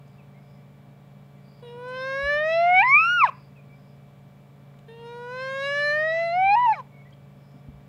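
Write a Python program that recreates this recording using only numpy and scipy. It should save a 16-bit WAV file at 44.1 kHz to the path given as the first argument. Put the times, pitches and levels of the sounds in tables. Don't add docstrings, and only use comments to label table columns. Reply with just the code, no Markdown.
import sys
import numpy as np
from scipy import signal
from scipy.fft import rfft, irfft, next_fast_len
from scipy.io import wavfile
from scipy.ndimage import uniform_filter1d

SR = 44100
rng = np.random.default_rng(int(sys.argv[2]) if len(sys.argv) > 2 else 0)


def store_wav(level_fs):
    pcm = np.round(np.clip(np.atleast_2d(level_fs), -1, 1) * 32767)
    wavfile.write(sys.argv[1], SR, pcm.T.astype(np.int16))


N = 347508
EDGE_HZ = 15750
SETTLE_S = .1


def amp(db):
    return 10 ** (np.asarray(db) / 20)


def unit(x):
    return x / np.sqrt(np.mean(x ** 2) + 1e-20)


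def read(points, hz):
    f, value = np.transpose(points)
    return np.interp(np.log(hz + 1), np.log(f + 1), value)


def add(mix, s, sound):
    part = mix[max(round(s * SR), 0):][:len(sound)]
    part += sound[:len(part)]


def noise(spectrum, size):
    gain = amp(read(spectrum, np.fft.rfftfreq(size, 1 / SR)))
    return unit(irfft(rfft(rng.standard_normal(size)) * gain, size))


def band(hz, width_hz, size):
    full = next_fast_len(size + SR)
    bell = np.exp(-.5 * ((np.fft.rfftfreq(full, 1 / SR) - hz) / width_hz) ** 2)
    return unit(irfft(rfft(rng.standard_normal(full)) * bell, full))[:size]


def air(level_db=-55.5):
    # f/Hz, relative level/dB
    spectrum = [(20, -26.5), (45, -7), (110, 1), (230, 2.5), (340, -11.5), (700, -8.5), (1300, -17),
                (2200, -21.5), (3700, -26), (4400, -31), (5200, -33), (6200, -37), (7300, -34), (9000, -39),
                (15500, -35)]
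    return amp(level_db) * noise(spectrum, N)


def hum(drift_hz=.6, waver=0.077, trim_db=1.5):
    # f/Hz, level before trim/dB
    partials = [(118.4, -62.5), (140.0, -52), (193.8, -59.5), (419.9, -70), (463.0, -74), (559.9, -70.5),
                (592.2, -69.5), (705.2, -71), (1039, -82), (1157, -76), (2315, -75.5), (3375, -87)]
    drift, swell = band(0, 0.64, N), band(0, 3.6, N)
    out = np.zeros(N)
    for hz, db in partials:
        pitch = hz + drift_hz * np.roll(drift, rng.integers(N))
        turns = np.cumsum(pitch) / SR + rng.random()
        out += amp(db + trim_db) * np.sqrt(2) * np.sin(2 * np.pi * turns)
    return out * (1 + waver * swell)


def birds(buzz_width_hz=270, warble=0.0093):
    # t/s, length/s, start f/Hz, middle f/Hz, end f/Hz, level/dB
    whistles = [(0.176, 0.049, 2630, 2590, 2030, -65.5), (.33, .09, 1920, 2160, 2030, -68.5),
                (.54, 0.075, 2180, 2020, 1900, -75), (1.36, 0.042, 2250, 2050, 2020, -74),
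                (3.551, 0.065, 2755, 2490, 2395, -63), (3.689, 0.074, 2312, 2314, 2320, -63),
                (5.452, 0.052, 2930, 2470, 2280, -61), (6.904, 0.16, 2192, 2217, 2200, -63),
                (7.046, 0.042, 1880, 1960, 2075, -62), (7.123, 0.017, 2730, 3240, 3010, -61)]
    # t/s, length/s, centre f/Hz, level/dB
    buzzes = [(0, 0.21, 4870, -82), (.35, .32, 5060, -80), (1.382, 0.3, 4760, -74.5),
              (3.273, .26, 4847, -73.5), (3.645, .4, 5000, -80.5), (7.33, 0.35, 5130, -80.5)]
    out = np.zeros(N)
    for s, length, start_hz, middle_hz, end_hz, db in whistles:
        u = np.linspace(0, 1, int(length * SR))
        glide = np.polyval(np.polyfit([0, .5, 1], [start_hz, middle_hz, end_hz], 2), u)
        hz = glide * (1 + warble * band(0, 80, len(u)))
        tone = np.sin(2 * np.pi * np.cumsum(hz) / SR)
        add(out, s, amp(db) * unit(tone * signal.windows.tukey(len(u), .6)))
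    for s, length, hz, db in buzzes:
        size = int(length * SR)
        add(out, s, amp(db) * unit(band(hz, buzz_width_hz, size) * signal.windows.tukey(size, .8)))
    return out


def moan():
    # t/s, pitch/Hz, level/dB
    contour = [(1.72, 325, -67), (1.8, 311, -68), (1.9, 281.5, -64), (2.001, 282, -60.5),
               (2.13, 281.4, -59), (2.239, 270, -66.5), (2.339, 288, -63), (2.5, 300, -74.5),
               (2.583, 300, -81.5)]
    s, hz, db = np.transpose(contour)
    t = np.arange(N) / SR
    phase = 2 * np.pi * np.cumsum(np.interp(t, s, hz)) / SR
    return np.sqrt(2) * np.interp(t, s, amp(db), 0, 0) * np.sin(phase)


def bush(x, echo_db, onset_s=.015, echoes_per_s=2000):
    # f/Hz, t60/s
    decay = [(300, 0.27), (1000, 0.31), (2500, 0.38), (8000, .18)]
    taps = rng.standard_normal(SR) * (rng.random(SR) < echoes_per_s / SR)
    hz, t, spectra = signal.stft(taps, SR, nperseg=256)
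    spectra = spectra * amp(-60 * t / read(decay, hz)[:, None]) * (1 - np.exp(-t / onset_s))
    tail = signal.istft(spectra, SR, nperseg=256)[1]
    return amp(echo_db) * signal.fftconvolve(x, tail / np.linalg.norm(tail))[:N]


def puffs(rows, spread):
    out = np.zeros(N)
    for s, length, hz, db in rows:
        u = np.linspace(0, 1, int(length * SR))
        add(out, s, amp(db) * unit(band(hz, spread * hz, len(u)) * np.sin(np.pi * u) * (1 - u)))
    return out


def bumps_and_ticks():
    # t/s, length/s, centre f/Hz, level/dB
    bumps = [(2.225, 0.065, 51.7, -40), (2.3, 0.074, 52, -53), (6.42, 0.22, 72.4, -56),
             (7.53, 0.06, 241, -54), (7.68, 0.023, 75.3, -45), (7.682, 0.03, 203, -45.5),
             (7.66, 0.19, 54.8, -55.5)]
    # t/s, length/s, centre f/Hz, level/dB
    ticks = [(.078, 0.009, 6000, -73), (1.875, .05, 7800, -72), (2.725, 0.058, 7500, -78),
             (4.74, 0.0082, 1500, -61), (4.787, 0.012, 3200, -65), (4.788, .008, 7000, -72),
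             (5.595, .025, 5800, -62), (5.94, 0.02, 8700, -81), (6.0, 0.044, 8700, -84),
             (6.125, 0.044, 7000, -71), (6.355, 0.023, 6500, -73), (7.106, 0.01, 5500, -73.5),
             (7.133, 0.012, 3800, -69.5), (7.515, 0.0086, 6500, -76.5)]
    return puffs(bumps, spread=0.17) + puffs(ticks, spread=0.24)


def resonance_gain(resonances, hz):
    grid = np.arange(0, SR / 2, 10)
    power = sum((amp(db) / (1 + ((grid - f) / (width / 2)) ** 2)) ** 2 for f, width, db in resonances)
    return np.interp(hz, grid, np.sqrt(power))


def vocal_tract(source, hz, age, throat, hollow_db, hollow_hz=1320, hollow_width_hz=20, open_s=.16):
    # f/Hz, width/Hz, gain/dB
    sheen = [(15400, 600, -60)]
    # f/Hz, width/Hz, gain/dB
    nose = [(1815, 89, -10.5), (2781, 160, -11.5), (3250, 160, -16.5), (3740, 330, -15.5), (9200, 700, -33)]
    oral = source * resonance_gain(throat + sheen, hz) * (hz < EDGE_HZ)
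    hollow = amp(hollow_db * np.exp(-((hz - hollow_hz) / hollow_width_hz) ** 2))
    return oral * hollow + np.exp(-age / open_s) * resonance_gain(nose, hz)


def ground_bounce(hz, bounce_db=-10, delay_s=.0013):
    delay = delay_s * (1 + .08 * band(0, 1.7, hz.shape[1]))
    return abs(1 + amp(bounce_db) * np.exp(2j * np.pi * hz * delay))


def hoarseness(t, let_go_s=0.07):
    # t/s, half length/s, level relative to the tone/dB
    husky = [(2.421, .13, -45.5), (2.675, 0.14, -36.5), (2.842, 0.016, -35), (6.184, 0.06, -28.5)]
    starting = np.exp(-(t - t[0]) / SETTLE_S)
    ending = np.clip(1 - (t[-1] - t) / let_go_s, 0, 1)
    rough = 0.013 + .11 * starting + 0.204 * ending
    leak = amp(-41) + amp(-33) * starting + amp(-19.5) * ending ** 2
    return rough, leak + sum(amp(db) * np.exp(-((t - s) / half) ** 2) for s, half, db in husky)


def breath(phase):
    # f/Hz, relative level/dB
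    rasp = [(250, -37.5), (600, -10), (1100, -6), (1600, -6.5), (2350, 1), (2900, -6.5), (3400, -23),
            (4000, -19), (5200, -20.5), (8000, -33), (10000, -38), (15000, -37)]
    return (1 + np.cos(phase)) * noise(rasp, len(phase))


def register_breaks(t):
    # t/s, width/s, depth/0-1
    stalls = [(2.824, 0.0035, 0.03), (3.232, 0.0029, 0.45), (6.561, 0.0046, 0.57), (6.677, 0.0074, 0.5)]
    return np.prod([1 - depth * np.exp(-((t - s) / width) ** 2) for s, width, depth in stalls], axis=0)


def whoop(climb, arch, throat, second_db, fourth_db, arch_third_db, arch_tilt_db, hollow_db,
          jitter=0.08, shimmer=0.31, waver=0.0021, flutter_db=2.5,
          rounding_db=-8.5, easy_hz=560, treble_db=0.2, release_s=0.017):
    s, *columns = np.vstack([climb, arch]).T
    t = np.arange(s[0] - .01, s[-1] + 0.009, 1 / SR)
    size, age = len(t), t - t[0]
    hz, level_db, lead_db, bright_db = (uniform_filter1d(np.interp(t, s, c), size=200) for c in columns)
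    rough, leak = hoarseness(t)
    pitch = hz * (1 + jitter * rough * band(0, 190, size) + waver * band(0, 30, size))
    phase = 2 * np.pi * np.cumsum(pitch) / SR
    k = np.arange(1, 29)[:, None]
    octaves = np.log2(k / 5)
    thin_db = -13.5 * np.exp(-age / SETTLE_S)
    upper_db = bright_db + rounding_db * octaves * np.log2(hz / easy_hz)
    low_db = np.select([k == 2, k == 3, k == 4], [second_db + thin_db, lead_db, upper_db + fourth_db],
                       upper_db + treble_db)
    high_db = np.where(k == 2, lead_db, bright_db + arch_tilt_db * octaves + arch_third_db * (k == 3))
    flipped = np.interp(t, [climb[-1][0], arch[0][0]], [0, 1])
    source = amp(low_db + flipped * (high_db - low_db))
    gains = vocal_tract(source, k * hz, age, throat, hollow_db)
    flutter = amp(flutter_db * np.array([band(0, 8.7, size) for _ in k]))
    levels = amp(level_db) * np.select([k == 1, k < 5], [1, gains], gains * flutter * ground_bounce(k * hz))
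    tone = np.sqrt(2) * (levels * np.cos(k * phase + rng.uniform(0, 2 * np.pi, k.shape))).sum(0)
    tone *= (1 + shimmer * rough * band(0, 300, size)) * register_breaks(t)
    rasp = leak * np.linalg.norm(levels, axis=0) * breath(phase)
    release = np.minimum((t[-1] - t) / release_s, 1)
    return t[0], (tone + rasp) * release * signal.windows.tukey(size, .01)


def cub():
    # t/s, length/s, centre f/Hz, level/dB
    cracks = [(1.626, 0.016, 1000, -58), (2.82, 0.022, 2650, -31), (2.821, 0.013, 4350, -57),
              (3.268, 0.018, 2484, -35.5), (4.881, 0.017, 1610, -66.5), (6.553, 0.013, 2436, -50),
              (6.728, 0.032, 2280, -37.5)]
    # t/s, pitch/Hz, fundamental level/dB, third harmonic boost/dB, brightness/dB
    first_climb = [(1.631, 486.7, -44, -12, -23), (1.677, 473.7, -44, -19, -12),
                   (1.765, 482.3, -41.5, -9, -17), (1.887, 504.0, -37, -1, -8.5),
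                   (1.955, 512.3, -36.5, -0.4, -1.9), (2.134, 541.0, -32.4, 1.3, 1.1),
                   (2.243, 561.5, -30.6, 4, 1.0), (2.3, 579.7, -28, 13.5, -1),
                   (2.335, 584.7, -26.5, 10, -2), (2.422, 613.2, -26, 12.4, -9.5),
                   (2.533, 658.0, -22.8, 7.5, 0.5), (2.591, 672.8, -19.4, -1.5, -8.5),
                   (2.728, 724.8, -17.5, 8.5, -24.5), (2.788, 755.6, -18.5, 17.5, -7.5),
                   (2.815, 808.2, -18, 12, -12)]
    second_climb = [(4.888, 451, -47.0, -21, -16), (4.955, 462, -48, -16.0, -16),
                    (5.061, 470.7, -42, -1.5, -8.5), (5.268, 487.6, -39.5, 11, -6),
                    (5.424, 524.9, -35.7, 16.5, 2), (5.592, 545, -33.0, 16, 1),
                    (5.672, 561.6, -31, 16.5, 5), (5.79, 580, -30, 21.5, 2.5),
                    (5.904, 589.5, -28.5, 20.5, 2), (6.04, 627.1, -27, 16.5, -8),
                    (6.199, 670.4, -25, 10, -6), (6.314, 676.5, -26.5, 3.5, -9),
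                    (6.385, 739, -20, 1.4, -18), (6.498, 796.4, -18, 10, -19), (6.55, 848, -15.5, 0.2, -17)]
    # t/s, pitch/Hz, fundamental level/dB, second harmonic boost/dB, brightness/dB
    first_arch = [(2.834, 955.7, -21, 15.5, -22), (2.898, 1067, -22.5, 17.0, -0.66),
                  (2.948, 1158, -21, 22, -5), (3.015, 1303.8, -21.5, 16, -6),
                  (3.121, 1444.3, -21.0, -0.7, 6.5), (3.168, 1437, -20.6, -2, 0.5),
                  (3.208, 1318, -20.5, 15.5, -8.5), (3.244, 1012, -10, -1.3, -14),
                  (3.27, 753, -34.5, 5.5, 2.0), (3.296, 519, -42, 16.5, 1.5)]
    second_arch = [(6.558, 934, -15.5, -3.8, -25.0), (6.613, 990, -20.5, -0.5, -23.0),
                   (6.657, 972.5, -18, -1.5, -21.5), (6.676, 905, -14, -17, -22.5),
                   (6.724, 853, -19.5, 0.5, -23.0), (6.758, 641.9, -48, 11, 3),
                   (6.81, 486, -48, 12.3, -4.0)]
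    # f/Hz, width/Hz, gain/dB
    first_throat = [(1002.0, 330, 4.5), (1600, 238, -1.2), (2380, 693.0, -12.5), (2873, 210, -11.5),
                    (3010, 212.0, -14.5), (3700, 448.0, -19), (4020, 412.0, -22), (5193, 616.0, -24),
                    (6444, 399.0, -37), (7932.0, 967.0, -47), (9400.0, 420, -41.0),
                    (13000.0, 3000.0, -60.0)]
    second_throat = [(976, 340, 3), (1840, 293.0, -20), (2200, 1140, -15.5), (2790, 177.0, -15),
                     (3074, 340, -18.5), (3875, 260, -18.5), (4080, 220, -14.5), (5090.0, 430, -24),
                     (6000, 2000, -36), (8197.0, 910, -45.5), (9520, 510, -41.5), (12511.0, 3883.0, -69)]
    out = puffs(cracks, spread=0.06)
    add(out, *whoop(first_climb, first_arch, first_throat, second_db=-8.5, fourth_db=4.5,
                    arch_third_db=-9.5, arch_tilt_db=0.5, hollow_db=-2.5))
    add(out, *whoop(second_climb, second_arch, second_throat, second_db=-6.0, fourth_db=4.0,
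                    arch_third_db=15.5, arch_tilt_db=3.0, hollow_db=-18))
    return out


def scene():
    near = cub()
    far = birds() + moan()
    bed = bumps_and_ticks() + air()
    return (near + bush(near, echo_db=-27.5) + far + bush(far, echo_db=-12.0) + bed + hum())[None]


def record(dry, low_cut_hz=36):
    low_cut = signal.butter(N=4, Wn=low_cut_hz, btype="high", fs=SR, output="sos")
    band_limit = signal.firwin(511, EDGE_HZ, window=("kaiser", 9), fs=SR)
    return signal.oaconvolve(signal.sosfilt(low_cut, dry), band_limit[None], "same")


dry = scene()
out = record(dry)
store_wav(out)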